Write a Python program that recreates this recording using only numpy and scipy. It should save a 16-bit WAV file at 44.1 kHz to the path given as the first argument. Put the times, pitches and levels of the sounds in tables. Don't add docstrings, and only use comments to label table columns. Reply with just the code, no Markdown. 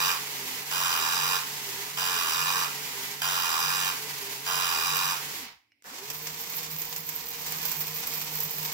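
import sys
import numpy as np
from scipy import signal
from scipy.fft import rfft, irfft
from scipy.io import wavfile
from scipy.ndimage import uniform_filter1d

SR = 44100
rng = np.random.default_rng(int(sys.argv[2]) if len(sys.argv) > 2 else 0)


def to_wav(s):
    ch = np.atleast_2d(s).T
    pcm = np.round(np.clip(ch, -1, 1) * 32767)
    wavfile.write(sys.argv[1], SR, pcm.astype(np.int16))


N = 384993
T = np.arange(N) / SR

SWITCH_OFF_S, COAST_S = 5.315, 0.32
SWITCH_ON_S, SPIN_UP_S, WALK_HZ, WALK_SAG_HZ_PER_S = 5.842, 0.1, 157.6, 1.3
TEETH_PER_TURN = 0.6

# start_s, length_s, level_db
BARKS = [(-0.535, 0.64, -30), (0.71, 0.65, -31.5), (1.971, .66, -32), (3.217, 0.671, -32),
         (4.462, 0.65, -32)]


def bark(turns, scrape_db=-4.5, scrape_share=0.19, rebound_db=-12, rebound_lag=0.39,
         slide_radians_per_s=1.62):
    phase = turns * TEETH_PER_TURN
    for start, _, _ in BARKS[1:]:
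        i = int(start * SR)
        phase = phase + (np.arange(N) >= i) * (-phase[i] % 1)
    snaps = teeth(phase, jitter=0.024, scatter_db=0.1)
    rebounds = teeth(phase - rebound_lag, jitter=0.1, scatter_db=-4.0)
    snaps = snaps + undb(rebound_db) * rebounds
    scrape = rng.standard_normal(N) * np.exp(-(phase % 1) / scrape_share)
    push = snaps / snaps.std() + undb(scrape_db) * scrape / scrape.std()
    starts = np.transpose(BARKS)[0]
    since_start = T - starts[np.searchsorted(starts, T, "right") - 1]
    slide = slide_radians_per_s * since_start
    box = convolve(push * np.cos(slide), sounding_box())
    box = box + convolve(push * np.sin(slide), sounding_box())
    pressure = sum(rasp_pressure(*row) for row in BARKS)
    return pressure * unit(box, band=(800, 6500))


BARK_LANDING, BARK_ATTACK_S, BARK_SWELL_DB_PER_S, BARK_RELEASE_S = 0.59, 0.016, 2, 0.045


def rasp_pressure(start, length, db):
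    attack = (T >= start) * (BARK_LANDING + (1 - BARK_LANDING) * rise(start, BARK_ATTACK_S))
    swell_db = BARK_SWELL_DB_PER_S * (np.clip(T - start, 0, length) - length / 2)
    return undb(db + swell_db) * attack * (1 - rise(start + length, BARK_RELEASE_S))


# freq_hz, width_hz, relative_level_db, left_minus_right_db, likeness of the sides (-1..1)
BOX_RESONANCES = [(510, 170, -16, -1, 0.73), (733, 220, -13.5, 8.5, 0.45), (920, 200, -7, 0.5, 1),
                  (1114, 306, -2, -5.5, 0.24), (1420, 260, -3, 1, -0.8), (1570, 520, -5, -9, 0.22),
                  (2456, 144, -4, -6.5, 0.79), (2853, 240, -6, -9, -0.25), (3086, 280, -0.5, -3, -0.82),
                  (3500, 260, -10.5, -8, -0.13), (3810, 310, -5.5, -1.5, 0.54), (4560, 230, -12, 3, -0.41),
                  (4925, 420, -3.25, -7, 0.39), (5500, 320, -13, 3, 0.1), (5740, 380, -4.5, -1, 0.79),
                  (6700, 370, -7.5, -1, -0.45), (7500, 680, -8.5, -1, -0.097),
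                  (10450, 1000, -14.5, 3.5, 0.28), (12100, 6500, -14.5, -3, -0.043),
                  (14930, 380, -4, -5.5, 0.5)]
# freq_hz, phase_lead_radians
BOX_LEFT_LEAD = [(400, 0.072), (650, 0), (1200, 0.11), (1800, 0.88), (2300, 0)]


def sounding_box(t60=0.018, low_t60=0.031, low_hz=2200, tail_db=-20, tail_t60=0.073, build_s=0.00077):
    hz = np.fft.rfftfreq(SR // 3, 1 / SR) + 1
    f, width, db, pan_db, likeness = np.transpose(BOX_RESONANCES)[:, :, None]
    detune = (hz / f - f / hz) * f / (1.31 * width)
    power = (undb(db) / (1 + detune ** 2)) ** 2
    gain = np.sqrt([np.sum(power * undb(side * pan_db), axis=0) for side in (1, -1)])
    build = 1 - np.exp(-T[:SR // 3] / build_s)
    low = even(rfft(ring(low_t60, tail_db, tail_t60) * build))
    high = even(rfft(ring(t60, tail_db, tail_t60) * build))
    mean_likeness = np.sum(power * likeness, axis=0) / power.sum(0)
    modes = spread(np.where(hz < low_hz, low, high), mean_likeness, 0)
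    lead = np.exp(1j * np.array([[1], [-1]]) * over_hz(BOX_LEFT_LEAD, hz)[0] / 2)
    return response(even(modes) * gain * lead)


FREE_HZ, FREE_RISE_HZ_PER_S = 150.13, 0.65


def shaft_speed():
    coast = np.clip(1 - (T - SWITCH_OFF_S) / COAST_S, 0, 1)
    barking = (FREE_HZ + FREE_RISE_HZ_PER_S * T - cam_load()) * coast
    sagging = WALK_HZ - WALK_SAG_HZ_PER_S * (T - SWITCH_ON_S)
    return np.maximum(barking + sagging * rise(SWITCH_ON_S, SPIN_UP_S), 1)


# place after the rasp lands (bark lengths), half_width (bark lengths), speed_drop_hz
CAM_DRAG = [(.36, .15, 7), (.505, .1, 17.5), (1.14, .12, 9), (1.6, .255, 21)]


def cam_load():
    return sum(drop * np.exp(-(((T - start) / length - place) / width) ** 2)
               for start, length, _ in BARKS for place, width, drop in CAM_DRAG)


def hum(turns, hz, footing, flutter_db=3.0, pan_db=-3.0, coast_db=-1, jolt_db=2.5):
    drive = np.minimum(hz / 130, 1) ** 1.6
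    walking = T > SWITCH_ON_S
    drive = drive * undb(coast_db * ((T > SWITCH_OFF_S) & ~walking))
    stepping = footing * undb(jolt_db * wander(32))
    standing = undb(-65.5) * shell(hz, mode_hz=153.8, width_hz=8.3, peak_db=15.5)
    shaft = drive * np.where(walking, stepping, standing)
    second = undb(-77.5) * shell(2 * hz, mode_hz=259.6, width_hz=6.5, peak_db=20.5) * drive
    poles = undb(-61.5) * shell(3 * hz, mode_hz=400.0, width_hz=10.0, peak_db=9.0) * drive
    poles = poles * shell(3 * hz, mode_hz=256.0, width_hz=13.4, peak_db=15.5)
    angle = 2 * np.pi * (turns + 0.019 * wander(40))
    lines = shaft * undb(2.0 * wander(30)) * np.sin(angle)
    for order, level in ((2, second), (3, poles)):
        lines = lines + level * undb(flutter_db * wander(35)) * np.sin(order * angle)
    return np.sqrt(2) * lines * pan(pan_db)


def shell(hz, mode_hz, width_hz, peak_db):
    return 1 + (undb(peak_db) - 1) / np.sqrt(1 + ((hz - mode_hz) * 2 / width_hz) ** 2)


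# start_s, share of the step at which the foot bears hardest, hum_db, link_chatter_db
FOOTSTEPS = [(6.02, 0.84, -53.5, -45), (6.43, 0.75, -50.5, -48.5), (6.885, 0.57, -52.5, -47),
             (7.06, 0.28, -54, -48.5), (7.26, 0.96, -49.5, -44.5), (7.73, 0.22, -50.5, -44),
             (8.06, 0.7, -48, -42.5), (8.53, 0.6, -50, -41.5)]
LAST_STEP_S, STEP_SHARPNESS, FOOT_LIFTED_DB = 0.21, 0.94, -74.5


def gait():
    starts, _, _, chatter_db = np.transpose(FOOTSTEPS)
    ends = np.append(starts[1:], starts[-1] + LAST_STEP_S)
    footing = undb(FOOT_LIFTED_DB)
    for (start, share, db, _), end in zip(FOOTSTEPS, ends):
        hardest = start + min(share, 0.95) * (end - start)
        weight = np.interp(T, [start, hardest, end], [0, 1, 0])
        footing = footing + undb(db) * np.sin(weight * np.pi / 2) ** STEP_SHARPNESS
    return footing, undb(np.interp(T, (starts + ends) / 2, chatter_db))


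# freq_hz, relative level (dB per Hz)
BARKING_COLOUR = [(250, -26.5), (620, -17), (900, -4), (1300, -8), (2050, -2.5), (3600, -4.5), (5000, -5),
                  (7000, -5), (9500, -12.5), (12000, -7.5), (15800, -7)]
WALKING_COLOUR = [(300, -56), (600, -17), (740, -7.5), (970, -3.5), (1350, -8), (2130, -4), (3960, -5),
                  (5440, -3.5), (7500, -5), (9500, -14.5), (11800, -10.5), (15800, -8)]


def whir(turns, spectrum, mesh_db, scatter_db, throb_db):
    hits = teeth(turns * 8, jitter=0.5, scatter_db=scatter_db)
    gearbox = response(even(rfft(ring(t60=0.0093, tail_db=-15, tail_t60=0.066))))
    ticks = convolve(hits, gearbox)
    sound = noise() + undb(mesh_db) * ticks / ticks.std()
    sound = sound * undb(throb_db * wander(70) + 0.5 * np.sin(2 * np.pi * turns))
    return unit(colour(ports(sound), spectrum), band=(1500, 8000))


# time_s, level_db
WALKING_GEAR_LEVEL = [(5.9, -46), (6.18, -45.5), (6.27, -43.5), (6.55, -44), (6.66, -43.8), (6.75, -46),
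                      (6.85, -43.5), (6.98, -45.5), (7.05, -48.5), (7.12, -45.5), (7.36, -45), (7.48, -41),
                      (7.72, -41.5), (7.86, -42.5), (7.99, -43), (8.1, -41), (8.26, -41.5), (8.33, -40.5),
                      (8.5, -42.5), (8.73, -41.5)]
GEARS_ATTACK_S = 0.032
GEARS_STANDING_DB, GEARS_EASE_DB_PER_S, GEARS_LOAD_DB_PER_HZ = -41, 0.24, 0.0787
RATTLE_HZ, RATTLE_STEEPNESS = 81, 3


def gear_levels(hz, slack_db=-3.5, slack_lead_s=0.05, slack_width_s=0.043):
    slack = sum(np.exp(-((T - start + slack_lead_s) / slack_width_s) ** 2) for start, _, _ in BARKS[1:])
    standing_db = GEARS_STANDING_DB - GEARS_EASE_DB_PER_S * T
    standing_db = standing_db + GEARS_LOAD_DB_PER_HZ * cam_load() + slack_db * slack
    standing = undb(standing_db) / np.hypot(1, (RATTLE_HZ / hz) ** RATTLE_STEEPNESS)
    walking = undb(np.interp(T, *np.transpose(WALKING_GEAR_LEVEL))) * rise(SWITCH_ON_S, GEARS_ATTACK_S)
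    return standing * (T < SWITCH_ON_S), walking


def soften(x, hz, bright_hz=84, steepness=6, dull_db=-20):
    dull = colour(x, [(5000, 0.0041), (9000, dull_db)])
    return dull + (x - dull) / np.hypot(1, (bright_hz / hz) ** steepness)


# freq_hz, relative level (dB per Hz)
LINK_COLOUR = [(2000, -25), (9500, -18.5), (12000, -10), (13200, 0), (13750, -0.5), (14300, 4), (14700, -1),
               (15600, -3.5), (17000, -13)]
# middle_s, half_width_s, pitch_hz, level_db
LINK_BUZZES = [(6.3, .09, 14100, -57), (6.8, .07, 14040, -49), (7.08, 0.087, 13970, -41),
               (7.66, 0.097, 13850, -48), (7.861, 0.12, 13830, -42), (8.16, 0.045, 13550, -48),
               (8.425, .025, 14200, -42), (8.68, 0.055, 13700, -48)]


def links(turns, loose, pan_db=-6.0, width_hz=950, flicker_db=7.0):
    taps = teeth(turns * 3, jitter=0.4, scatter_db=4.0) * undb(2 * wander(70))
    metal = convolve(taps, response(even(rfft(ring(t60=0.011, tail_db=-17, tail_t60=0.11)))))
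    sound = loose * unit(colour(metal, LINK_COLOUR), band=(13300, 14600))
    flicker = undb(flicker_db * wander(45))
    for middle, half_width, hz, db in LINK_BUZZES:
        b, a = signal.iirpeak(hz, hz / width_hz, fs=SR)
        near = np.abs(T - middle) < 3 * half_width
        buzz = signal.lfilter(b, a, signal.lfilter(b, a, metal[:, near])) * flicker[near]
        swell = np.exp(-((T[near] - middle) / half_width) ** 2)
        sound[:, near] += undb(db) * swell * buzz / buzz.mean(0).std()
    return sound * pan(pan_db)


# time_s, metal_ring_peak_db (before panning), body_knock_peak_db
LEG_CLACKS = [(4.968, -14, -32), (6.101, -24, -21.5), (6.1415, -31, -40), (6.2698, -29, -23),
              (6.6311, -25, -35), (6.818, -23, -26), (6.8524, -22, -32), (6.962, -21, -24),
              (7.0899, -19, -24.5), (7.467, -21, -28), (7.522, -18, -25), (7.5847, -28, -28),
              (7.629, -23, -29), (7.6525, -15.5, -24), (7.7149, -16, -22.5), (7.7658, -21, -37),
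              (7.8072, -20, -33), (7.8785, -22, -33), (7.9115, -28, -42), (8.0033, -24, -36),
              (8.0707, -15, -23), (8.1369, -19, -28), (8.2154, -35, -24), (8.4034, -15, -26)]
# time_s, metal_ring_peak_db (before panning), body_knock_peak_db
SWITCH_CLICKS = [(5.823, -45, -45), (5.835, -54, -50), (5.842, -42, -41)]
# freq_hz, relative level (dB per Hz)
KNOCK_COLOUR = [(100, -6), (250, -6), (1200, 2.5), (2300, 4.5), (4000, 0.5), (5500, 8), (7500, 5),
                (10000, -6), (16000, -26)]


def clacks(rows, t60, tail_db, pan_db):
    out = np.zeros((2, N + SR))
    for start, metal_db, knock_db in rows:
        metal = colour(ring(t60, tail_db, tail_t60=0.13), LINK_COLOUR)[:, :SR // 5]
        knock = colour(ports(ring(2.2 * t60, tail_db - 5, tail_t60=0.13)), KNOCK_COLOUR)[:, :SR // 5]
        metal = metal / np.abs(metal).max() * pan(pan_db)
        knock = knock / np.abs(knock).max()
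        i = int(start * SR)
        out[:, i:i + SR // 5] += undb(metal_db) * metal + undb(knock_db) * knock
    return out[:, :N]


# pitch_hz, relative_level_db, t60_s
SETTLE_MODES = [(1970, 4, .025), (2280, 5, 0.053), (2480, -9, .08), (2880, 3, 0.036), (5330, 2, .03),
                (5520, -17, .05)]
SETTLE_S, SETTLE_DB = 5.719, -52.5


def settle(pan_db=-3, contact_s=0.00048, crack_db=1, crack_s=0.0016):
    t = T[:SR // 5]
    knock = sum(undb(db - 60 * t / t60) * np.sin(2 * np.pi * (hz * t + rng.random()))
                for hz, db, t60 in SETTLE_MODES)
    crack = colour(rng.standard_normal(len(t)), [(800, -6), (2000, 13), (5500, 6), (9000, -12)])
    crack = crack * np.exp(-t / crack_s)
    knock = knock + undb(crack_db) * crack / crack.std() / 10
    knock = knock * (1 - np.exp(-t / contact_s))
    knock = np.interp(T - SETTLE_S, t, knock / np.abs(knock).max(), left=0, right=0)
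    return knock * undb(SETTLE_DB) * pan(pan_db)


# freq_hz, relative level (dB per Hz)
GRIND_COLOUR = [(120, -26), (400, 1), (900, 2), (1800, 7), (3000, -19), (8000, -20), (16000, -8)]
GRIND_ATTACK_S, GRIND_DB = 0.008, -49


def start_grind():
    swell = rise(SWITCH_ON_S, GRIND_ATTACK_S) * (1 - rise(SWITCH_ON_S, 2 * SPIN_UP_S))
    return swell * murmur(GRIND_COLOUR, db=GRIND_DB)


# freq_hz, relative level (dB per Hz)
RUMBLE_COLOUR = [(20, -32), (45, -13), (68, -7.5), (100, -10.5), (150, -11), (185, 4.5), (225, -6.5),
                 (262, 1), (310, -5.5), (450, 2), (580, -5.5), (1000, -9), (3000, -68)]
# freq_hz, relative level (dB per Hz)
SHUFFLE_COLOUR = [(20, -24), (60, 0), (100, -7), (200, -7), (1000, -60)]


def rumble(standing, walking, legs):
    still = standing * murmur(RUMBLE_COLOUR, db=-13.0)
    shuffle = legs * murmur(SHUFFLE_COLOUR, db=-20.5)
    return still + walking * (murmur(RUMBLE_COLOUR, db=-11.5) + shuffle)


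ROOM_T60_S, ROOM_DB = 0.35, -9.5


def room(x):
    t = T[:SR // 2]
    tail = colour(rng.standard_normal((2, len(t))), [(200, -53), (700, 6.5), (6000, -1.5), (16000, -2.5)])
    tail = tail * undb(-60 * t / ROOM_T60_S) * (t > 0.004)
    return x + undb(ROOM_DB) * convolve(x, tail / np.sqrt(np.sum(tail ** 2) / 2))


# freq_hz, relative level (dB per Hz)
ROOM_COLOUR = [(24, -55), (40, -17), (114, 0), (166, -17.5), (303, 4), (371, -10.5), (766, -15),
               (1430, -30), (2190, 4), (3610, -13), (5390, -11.5), (6420, -25.5), (15800, -22)]


def room_tone():
    return murmur(ROOM_COLOUR, db=-77.5)


def murmur(spectrum, db):
    x = colour(ports(noise()), spectrum)
    return x / x.mean(0).std() * undb(db)


# freq_hz, likeness (-1..1), left_minus_right_db
PORT_PATHS = [(100, 0.87, -3), (475, 0.9, -3), (682, 0.48, 6), (950, 1, -1.5), (1290, -0.5, -3.5),
              (1980, 0.13, -4.5), (3620, -0.34, -2.5), (5040, 0.12, -5), (6570, -0.1, -1),
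              (10200, -0.025, -1), (11900, 0.15, -7.5), (15500, -0.092, -2)]


def ports(pair):
    n = pair.shape[-1]
    return irfft(spread(rfft(pair), *over_hz(PORT_PATHS, np.fft.rfftfreq(n, 1 / SR))), n)


def spread(pair, likeness, pan_db):
    c, side = np.clip(likeness, -0.99, 0.99), np.array([[1], [-1]])
    return (np.sqrt(1 + c) * pair[0] + side * np.sqrt(1 - c) * pair[1]) * undb(side * pan_db / 2)


def pan(db):
    return undb(np.array([[db], [-db]]) / 2)


def teeth(phase, jitter, scatter_db):
    chance = rng.standard_normal((N // 20, 2))[:int(phase[-1])]
    at = np.searchsorted(phase, np.arange(len(chance)) + jitter * chance[:, 0])
    return np.bincount(at, undb(scatter_db * chance[:, 1]), N + 1)[:N]


def ring(t60, tail_db, tail_t60):
    t = T[:SR // 3]
    decay = undb(-60 * t / t60) + undb(tail_db - 60 * t / tail_t60)
    return rng.standard_normal((2, len(t))) * decay


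def even(spectra):
    power = uniform_filter1d(uniform_filter1d(np.abs(spectra) ** 2, size=47), size=47)
    return spectra / np.sqrt(power)


def response(spectra):
    return np.roll(irfft(spectra), SR // 500, axis=1)[:, :SR // 4]


def convolve(x, impulse):
    return signal.fftconvolve(np.atleast_2d(x), impulse, axes=1)[:, :N]


def colour(x, points):
    n = x.shape[-1]
    return irfft(rfft(x) * undb(over_hz(points, np.fft.rfftfreq(n, 1 / SR))[0]), n)


def over_hz(points, hz):
    f, *columns = np.transpose(points)
    return [np.interp(np.log(hz + 1), np.log(f + 1), c) for c in columns]


def unit(x, band):
    sos = signal.butter(4, band, "bandpass", fs=SR, output="sos")
    return x / signal.sosfilt(sos, x.mean(0)).std()


def noise():
    return rng.standard_normal((2, N))


def wander(rate_hz):
    return 1.2 * np.interp(T * rate_hz, np.arange(N // 10), rng.standard_normal(N // 10))


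def rise(start, seconds):
    return 1 - np.exp(-np.maximum(T - start, 0) / seconds)


def undb(db):
    return 10 ** (np.asarray(db) / 20)


def scene():
    hz = shaft_speed()
    turns = np.cumsum(hz) / SR
    standing, walking = gear_levels(hz)
    footing, link_gain = gait()
    legs = (T > SWITCH_ON_S) * (hz / WALK_HZ) ** 10
    chatter = legs * links(turns, link_gain * undb(3 * wander(25)))
    still_whir = whir(turns, BARKING_COLOUR, mesh_db=-5.5, scatter_db=-3.5, throb_db=1.0)
    walking_whir = whir(turns, WALKING_COLOUR, mesh_db=-1.5, scatter_db=5.0, throb_db=1.6)
    gears = standing * soften(still_whir, hz) + walking * walking_whir
    hits = clacks(LEG_CLACKS, t60=0.033, tail_db=-15, pan_db=-6.5)
    hits = hits + clacks(SWITCH_CLICKS, t60=0.0054, tail_db=-26, pan_db=-2) + settle()
    toy = bark(turns) + hum(turns, hz, footing) + gears + chatter + hits
    toy = toy + start_grind() + rumble(standing, walking, legs)
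    return room(toy) + room_tone()


def record(dry):
    return signal.sosfilt(signal.ellip(12, 0.1, 80, 15750, fs=SR, output="sos"), dry)


dry = scene()
out = record(dry)
to_wav(out)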